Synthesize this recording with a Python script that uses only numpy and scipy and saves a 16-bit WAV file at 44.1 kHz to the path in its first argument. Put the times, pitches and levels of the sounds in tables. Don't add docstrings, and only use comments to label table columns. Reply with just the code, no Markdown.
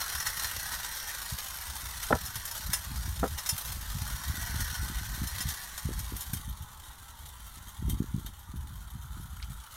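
import sys
import numpy as np
from scipy import signal
from scipy.fft import rfft, irfft
from scipy.io import wavfile
from scipy.ndimage import uniform_filter1d

SR = 44100
rng = np.random.default_rng(int(sys.argv[2]) if len(sys.argv) > 2 else 0)


def generate_wav(sig):
    pcm = np.round(np.clip(np.atleast_2d(sig).T, -1, 1) * 32767).astype(np.int16)
    wavfile.write(sys.argv[1], SR, pcm)


N = 430416
EDGE_HZ = 15850
TIME_S, FREQ_HZ = np.arange(N) / SR, np.fft.rfftfreq(N, 1 / SR)


def gain_of(db):
    return 10 ** (np.asarray(db) / 20)


def unit_rms(x):
    return x / np.sqrt(np.mean(x ** 2) + 1e-20)


def follow(curve):
    return np.interp(TIME_S, *np.transpose(curve))


def spectrum_gain(points):
    hz, db = np.transpose(points)
    return gain_of(np.interp(np.log(FREQ_HZ + 1), np.log(hz + 1), db))


def resonances(modes):
    return sum(gain_of(db) / (1 + ((FREQ_HZ - hz) / (width_hz / 2)) ** 2) for hz, width_hz, db in modes)


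def colour(x, gain):
    return irfft(rfft(x) * unit_rms(gain), N)


def noise(count=N):
    return rng.standard_normal(count)


def drift(rate_hz):
    return unit_rms(irfft(rfft(noise()) / (1 + (FREQ_HZ / rate_hz) ** 4), N))


def butter(order, edge_hz, kind, x):
    return signal.sosfilt(signal.butter(order, edge_hz, kind, fs=SR, output="sos"), x)


def add(mix, start_s, sound):
    part = mix[max(round(start_s * SR), 0):][:len(sound)]
    part += sound[:len(part)]


def dying(t60_s, count=8000):
    return np.exp(-np.log(1000) * TIME_S[:count] / t60_s)


def random_hits(per_s, spread_db, most):
    return (rng.random(N) < per_s / SR) * gain_of(spread_db * np.minimum(rng.exponential(1, N), most))


def chatter(per_s, spread_db, t60_s):
    blows = random_hits(per_s, spread_db, most=3)
    power = abs(signal.oaconvolve(blows ** 2, dying(t60_s) ** 2)[:N])
    return power / power.mean()


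def patchy(x, depth_db, full_hz, size, count):
    hz, _, frames = signal.stft(x, SR, nperseg=size)
    patch = np.outer(np.hanning(6), np.hanning(count))
    field = unit_rms(signal.fftconvolve(rng.standard_normal(frames.shape), patch, "same"))
    depth = np.minimum(hz / full_hz, 1)[:, None]
    return signal.istft(frames * gain_of(depth_db * field * depth), SR, nperseg=size)[1][:N]


def eddy(hz):
    u = 2 * np.pi * hz * (TIME_S[:4000] - TIME_S[2000])
    return u * np.exp((1 - u ** 2) / 2)


# time_s, level_db (relative)
RATTLE_LEVEL = [(0.0, -39), (0.41, -39), (1.5, -42), (3.18, -45), (4.49, -42.5), (4.95, -44.5), (5.38, -42),
                (5.93, -47.5), (6.2, -46), (6.39, -52.5), (6.85, -54.5), (7.69, -53), (8.62, -58),
                (9.76, -53.5)]
# time_s, level_db (relative)
DRUMMING_LEVEL = [(0, -42), (.5, -43), (1.1, -44.5), (1.4, -53), (2, -49.5), (2.6, -51), (3.9, -58),
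                  (4.15, -48), (4.65, -43), (5, -48.5), (5.5, -45.5), (5.9, -56), (6.4, -62.5), (9.76, -74)]
# time_s, share (0-1)
HIDDEN_SHARE = [(0, 0), (5.7, 0.34), (5.95, 0.25), (6.38, 0.54), (6.42, 1), (9.76, 1)]
# freq_hz, per_hz_db (relative)
OPEN_SPECTRUM = [(250, -21), (450, -12), (850, -1), (1550, -2.5), (1950, -2), (2400, -6), (3600, -1.5),
                 (4800, -2.5), (6200, -1), (7500, -6.5), (8500, -1), (10500, -4), (12900, -1.5),
                 (15600, -10)]
# freq_hz, per_hz_db (relative)
BEHIND_SPECTRUM = [(300, -14), (1000, 2.5), (1500, -3), (1950, 0.5), (2550, -9), (3100, 2.5), (3750, 2.5),
                   (5200, -7.5), (6350, 0), (7500, -2.5), (8800, -0.5), (12300, -1), (14000, -4),
                   (15600, -6)]
# freq_hz, width_hz, gain_db (relative)
BODY_MODES = [(1110, 440, -11.5), (1497, 210, 2), (1734, 280, -6), (1900, 190, 0.5), (2984, 56, -9),
              (4224, 320, -3.5), (5710, 580, -1.5), (12700, 640, -15.5)]
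# freq_hz, width_hz, gain_db (relative)
FRAME_MODES = [(3161, 94, 6.5), (3675, 68, 6), (6320, 130, -3), (8920, 590, -9), (12300, 230, 5)]
# freq_hz, level_db (relative), t60_s
WHEEL_MODES = [(2750, -6, 0.12), (4330, -28, 0.036), (5270, 13.5, 0.069), (5840, 14, 0.031),
               (6800, 20, 0.022), (7000, 5, 0.083), (9560, 8.5, 0.063), (10030, -11, .07), (9800, 6, 0.092),
               (11200, -5, 0.11)]


def train(rattle_db=-0.5, sing_db=-18, frame_db=-15, knock_db=-5):
    shake = shaking()
    crash, ring = joints()
    strength = gain_of(follow(RATTLE_LEVEL))
    hidden = np.clip(follow(HIDDEN_SHARE), 0, 1)
    audible = FREQ_HZ < EDGE_HZ

    drive = gain_of(rattle_db) * strength * shake * noise() + crash
    tin_open = colour(drive, spectrum_gain(OPEN_SPECTRUM) * audible)
    tin_behind = colour(drive, spectrum_gain(BEHIND_SPECTRUM) * audible)
    tin = (1 - hidden) * tin_open + hidden * tin_behind

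    booming = np.sqrt(shake) * noise() + gain_of(knock_db) * crash / strength
    drum = gain_of(follow(DRUMMING_LEVEL)) * colour(booming, resonances(BODY_MODES) * audible)

    frame_drive = gain_of(frame_db) * strength * shake * noise() + hidden * crash
    frame = colour(frame_drive, resonances(FRAME_MODES))

    wheel_peaks = [(hz, 3 / t60_s, db) for hz, db, t60_s in WHEEL_MODES]
    wheels = colour(strength * shake * noise(), resonances(wheel_peaks))
    return glitter(tin + drum) + frame + ring + gain_of(sing_db) * wheels


def shaking(tooth_hz=283, tooth_depth=0.43, wobble=0.062, gears_db=-3, wheels_db=-1.0, ticks_db=-8):
    speed_hz = tooth_hz * (1 + wobble * drift(rate_hz=7.5))
    teeth = 1 + tooth_depth * np.cos(2 * np.pi * np.cumsum(speed_hz) / SR)
    wheels = chatter(per_s=110, spread_db=3, t60_s=0.055)
    loose = chatter(per_s=280, spread_db=6.0, t60_s=0.016)
    power = (gain_of(gears_db) * teeth) ** 2
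    power += gain_of(wheels_db) ** 2 * wheels
    power += gain_of(ticks_db) ** 2 * loose
    return unit_rms(np.sqrt(power))


# start_s, level_db, wheel_ring_db, treble_db (all dB relative)
WIDE_CLACKS = [(0.201, -33.5, -18, -2), (0.267, -29.5, -19, 0), (0.4437, -32.5, -20, -4),
               (2.029, -33.5, -31, 3), (2.259, -38.5, -15.5, 8), (2.355, -33.5, -23, 1),
               (2.453, -32.5, -35, 10), (2.5114, -36.5, -19, 3), (2.5518, -37, -35, 2),
               (2.732, -25, -16, 3.5), (3.384, -35.5, -17, -2.5), (3.4605, -32.5, -21, 1.5),
               (3.4898, -26, -14, 6.5), (3.579, -31, -35, 6), (3.649, -38, -33, 4), (3.7225, -38.5, -34, 7),
               (4.1, -41, -23, -2), (4.604, -32, -28, 5), (4.749, -38, -26, -1.5), (4.787, -45, -31, 4),
               (5.273, -37.5, -17, 16), (5.405, -35.5, -14, 2), (5.487, -34.5, -21, 9),
               (5.777, -36, -27, 1), (5.991, -36, -26, 7), (6.165, -37.5, -30, 7), (6.2075, -35, -25, 8),
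               (6.3334, -33, -27, 6), (6.369, -42.5, -27, 1), (7.896, -36.5, -36, 6.5),
               (8.262, -44.5, -35, -1.5)]


def joints(t60_s=0.13, snap_t60_s=0.013, snap_db=3, rise_s=0.0013, crash_db=-2.0, ring_db=11,
           build_s=0.0088, split_hz=7000):
    crash, ring, t = np.zeros(N), np.zeros(N), TIME_S[:8000]
    crash_envelope = (1 - np.exp(-t / rise_s)) * (dying(t60_s) + gain_of(snap_db) * dying(snap_t60_s))
    ring_build = 1 - np.exp(-t / build_s)
    for start_s, level_db, wheel_db, treble_db in WIDE_CLACKS + small_clacks():
        low = butter(3, split_hz, "low", noise(8000))
        high = butter(3, split_hz, "high", noise(8000))
        burst = unit_rms(low + gain_of(treble_db) * high)
        add(crash, start_s, gain_of(level_db + crash_db) * crash_envelope * burst)
        modes = sum(gain_of(db) * dying(decay_s) * np.sin(2 * np.pi * (hz * t + rng.random()))
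                    for hz, db, decay_s in WHEEL_MODES)
        add(ring, start_s, gain_of(level_db + wheel_db + ring_db) * ring_build * modes)
    return crash, ring


def small_clacks(per_s=5, above_rattle_db=2.5, spread_db=0.5, ring_db=-28, treble_db=4):
    count = int(TIME_S[-1] * per_s)
    place, size, wheel = rng.uniform(-1, 1, (count, 3)).T
    start_s = (np.arange(count) + (1 + place) / 2) / per_s
    level_db = np.interp(start_s, *np.transpose(RATTLE_LEVEL)) + above_rattle_db + spread_db * size
    wheel_db = ring_db + 2 * spread_db * wheel
    return list(zip(start_s, level_db, wheel_db, np.full(count, treble_db)))


def glitter(x):
    x = patchy(x, depth_db=1.9, full_hz=13000, size=256, count=5)
    return patchy(x, depth_db=3.0, full_hz=820, size=2048, count=7)


# time_s, level_db
SCRAPE_LEVEL = [(0, -93), (8.9, -66), (9.1, -58), (9.4, -60), (9.76, -55.5)]


def flanges(hz=1370, width_hz=330):
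    slips = np.sqrt(chatter(per_s=210, spread_db=-1.5, t60_s=0.039))
    return gain_of(follow(SCRAPE_LEVEL)) * colour(slips * noise(), resonances([(hz, width_hz, 0)]))


# start_s, peak_db, freq_hz, width_hz, t60_s
TICK_EVENTS = [(6.496, -37, 11800, 500, 0.023), (9.4, -40, 1940, 900, 0.022),
               (9.426, -32, 3350, 2820, 0.053)]


def ticks():
    out = np.zeros(N)
    for start_s, peak_db, hz, width_hz, t60_s in TICK_EVENTS:
        band_hz = [hz - width_hz / 2, hz + width_hz / 2]
        tick = butter(2, band_hz, "band", noise(8000) * dying(t60_s))
        add(out, start_s, gain_of(peak_db) * tick / abs(tick).max())
    return out


# start_s, level_db, length_s, upper_edge_hz
POP_EVENTS = [(2.105, -23, 0.012, 1000), (2.1244, -17, 0.0075, 1940), (2.136, -35, 0.015, 1500),
              (2.149, -34, 0.013, 1390), (3.2282, -23.5, 0.0069, 1350), (3.237, -25, 0.011, 1520),
              (3.251, -36, 0.019, 1420)]
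# freq_hz, width_hz, gain_db
PORT_MODES = [(233, 100, 0), (434, 37, -2), (500, 77, 0.5), (625, 100, 0.5), (763, 47, -0.5), (968, 23, 1),
              (1315, 130, -2), (1740, 37, -2)]


def pops(edge_db=-19, direct_db=-11):
    out = np.zeros(N)
    for start_s, level_db, length_s, top_hz in POP_EVENTS:
        burst = noise(4000) * np.exp(-(TIME_S[:4000] / length_s) ** 4)
        puff = butter(8, top_hz, "low", burst) + gain_of(edge_db) * butter(4, 2 * top_hz, "low", burst)
        pop = gain_of(direct_db) * puff
        for hz, width_hz, db in PORT_MODES:
            pop += gain_of(db) * signal.lfilter(*signal.iirpeak(hz, hz / width_hz, SR), puff)
        add(out, start_s, gain_of(level_db) * pop * np.sqrt(length_s * SR / np.sum(pop ** 2)))
    return out


# centre_s, level_db (peak before the bass cut), freq_hz (first step)
BUFFET_EVENTS = [(1.326, -28, 80.5), (2.14, -23, 67.5), (2.363, -31.5, 69), (2.695, -28.5, 95),
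                 (3.53, -27, 77), (3.954, -25, 85), (4.02, -27, 84.5), (4.3, -26, 67.6), (4.563, -25.5, 67),
                 (4.832, -35.5, 165), (4.901, -32, 148), (5.219, -24.5, 125), (5.457, -25, 81.5),
                 (5.856, -23.5, 95), (5.891, -27.5, 234), (6.124, -31.5, 194), (6.336, -24.5, 99),
                 (6.481, -34.5, 114), (6.61, -29.5, 63), (7.853, -26, 89), (7.883, -27.5, 157),
                 (7.934, -26, 135), (8.005, -18, 150), (8.146, -19, 109), (8.18, -30.5, 145),
                 (8.541, -33.5, 137), (8.955, -31.5, 100), (9.504, -32.5, 87)]


def buffets(step_s=0.016, step_db=-7.5, pitch_ratio=1.11, cut_hz=48, count=3):
    out = np.zeros(N)
    for centre_s, level_db, hz in BUFFET_EVENTS:
        for step in range(count):
            late_s = step * step_s * (1 + (rng.random() - 0.5) / 2)
            push = gain_of(level_db + step * step_db) * rng.choice([-1, 1])
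            add(out, centre_s + late_s - TIME_S[2000], push * eddy(hz * pitch_ratio ** step))
    return butter(3, cut_hz, "high", out)


# freq_hz, per_hz_db (relative)
RUMBLE_SPECTRUM = [(12, -56), (22, -26), (33, -21), (46, 8), (65, 8), (100, -1.5), (160, -11), (250, -24),
                   (400, -41.5), (800, -58)]


def rumble(level_db=2.5, lumps_db=3, eddies_db=-13, eddies_per_s=8, spread_db=5.0):
    low = colour(noise(), spectrum_gain(RUMBLE_SPECTRUM)) * gain_of(lumps_db * drift(rate_hz=16))
    low /= np.sqrt(uniform_filter1d(low ** 2, size=9000) + 1e-9)
    spatter = np.zeros(N)
    for hz, db in [(85, -19.0), (115, -1.5), (150, 2.0)]:
        hits = gain_of(db) * random_hits(eddies_per_s, spread_db, most=2) * np.sign(noise())
        spatter += signal.oaconvolve(hits, eddy(hz), "same")
    return wind_force() * (gain_of(level_db) * low + gain_of(eddies_db) * unit_rms(spatter))


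# full_s (swell complete), hold_s, level_db (relative)
GUST_EVENTS = [(0.15, 0.63, -51), (1.665, 0.71, -48.5), (2.627, 0.13, -41.5), (2.901, 0.42, -37.5),
               (3.689, 0.83, -42), (4.532, 0.75, -39), (5.357, 0.16, -43.5), (5.852, 0.29, -39.5),
               (6.302, 0.275, -42.5), (7.198, 0.48, -54), (7.835, 0.11, -33.5), (8.08, 0.22, -43.5),
               (8.5, 0.33, -42), (8.934, 0.63, -44.5)]


def wind_force(rise_s=0.059, fall_s=0.039, lull_db=-56.5):
    power = gain_of(lull_db) ** 2
    for full_s, hold_s, level_db in GUST_EVENTS:
        swell = np.clip(1 + (TIME_S - full_s) / rise_s, 0, 1)
        fade = np.exp(-np.maximum(TIME_S - full_s - hold_s, 0) / fall_s)
        power = power + (gain_of(level_db) * swell * fade) ** 2
    return np.sqrt(power)


# time_s, level_db (before patches)
BREEZE_LEVEL = [(0, -52.5), (5, -52.5), (6.6, -52.5), (7.3, -54.5), (8.3, -56), (8.8, -55.5), (9.2, -57),
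                (9.76, -58)]
# freq_hz, per_hz_db (relative)
LEAF_SPECTRUM = [(60, 15), (300, -7), (550, -14.5), (720, -7), (880, 5), (1100, 2), (1400, 1), (1700, -9),
                 (2500, -18), (6000, -41.5), (15000, -108)]


def hedges():
    leaves = colour(noise(), spectrum_gain(LEAF_SPECTRUM))
    return gain_of(follow(BREEZE_LEVEL)) * patchy(leaves, depth_db=4.0, full_hz=790, size=2048, count=7)


def scene():
    return (train() + flanges() + ticks() + pops() + buffets() + rumble() + hedges())[None]


def record(dry):
    low_pass = signal.firwin(511, EDGE_HZ, window=("kaiser", 9), fs=SR)
    return signal.oaconvolve(dry, low_pass[None], "same")


dry = scene()
out = record(dry)
generate_wav(out)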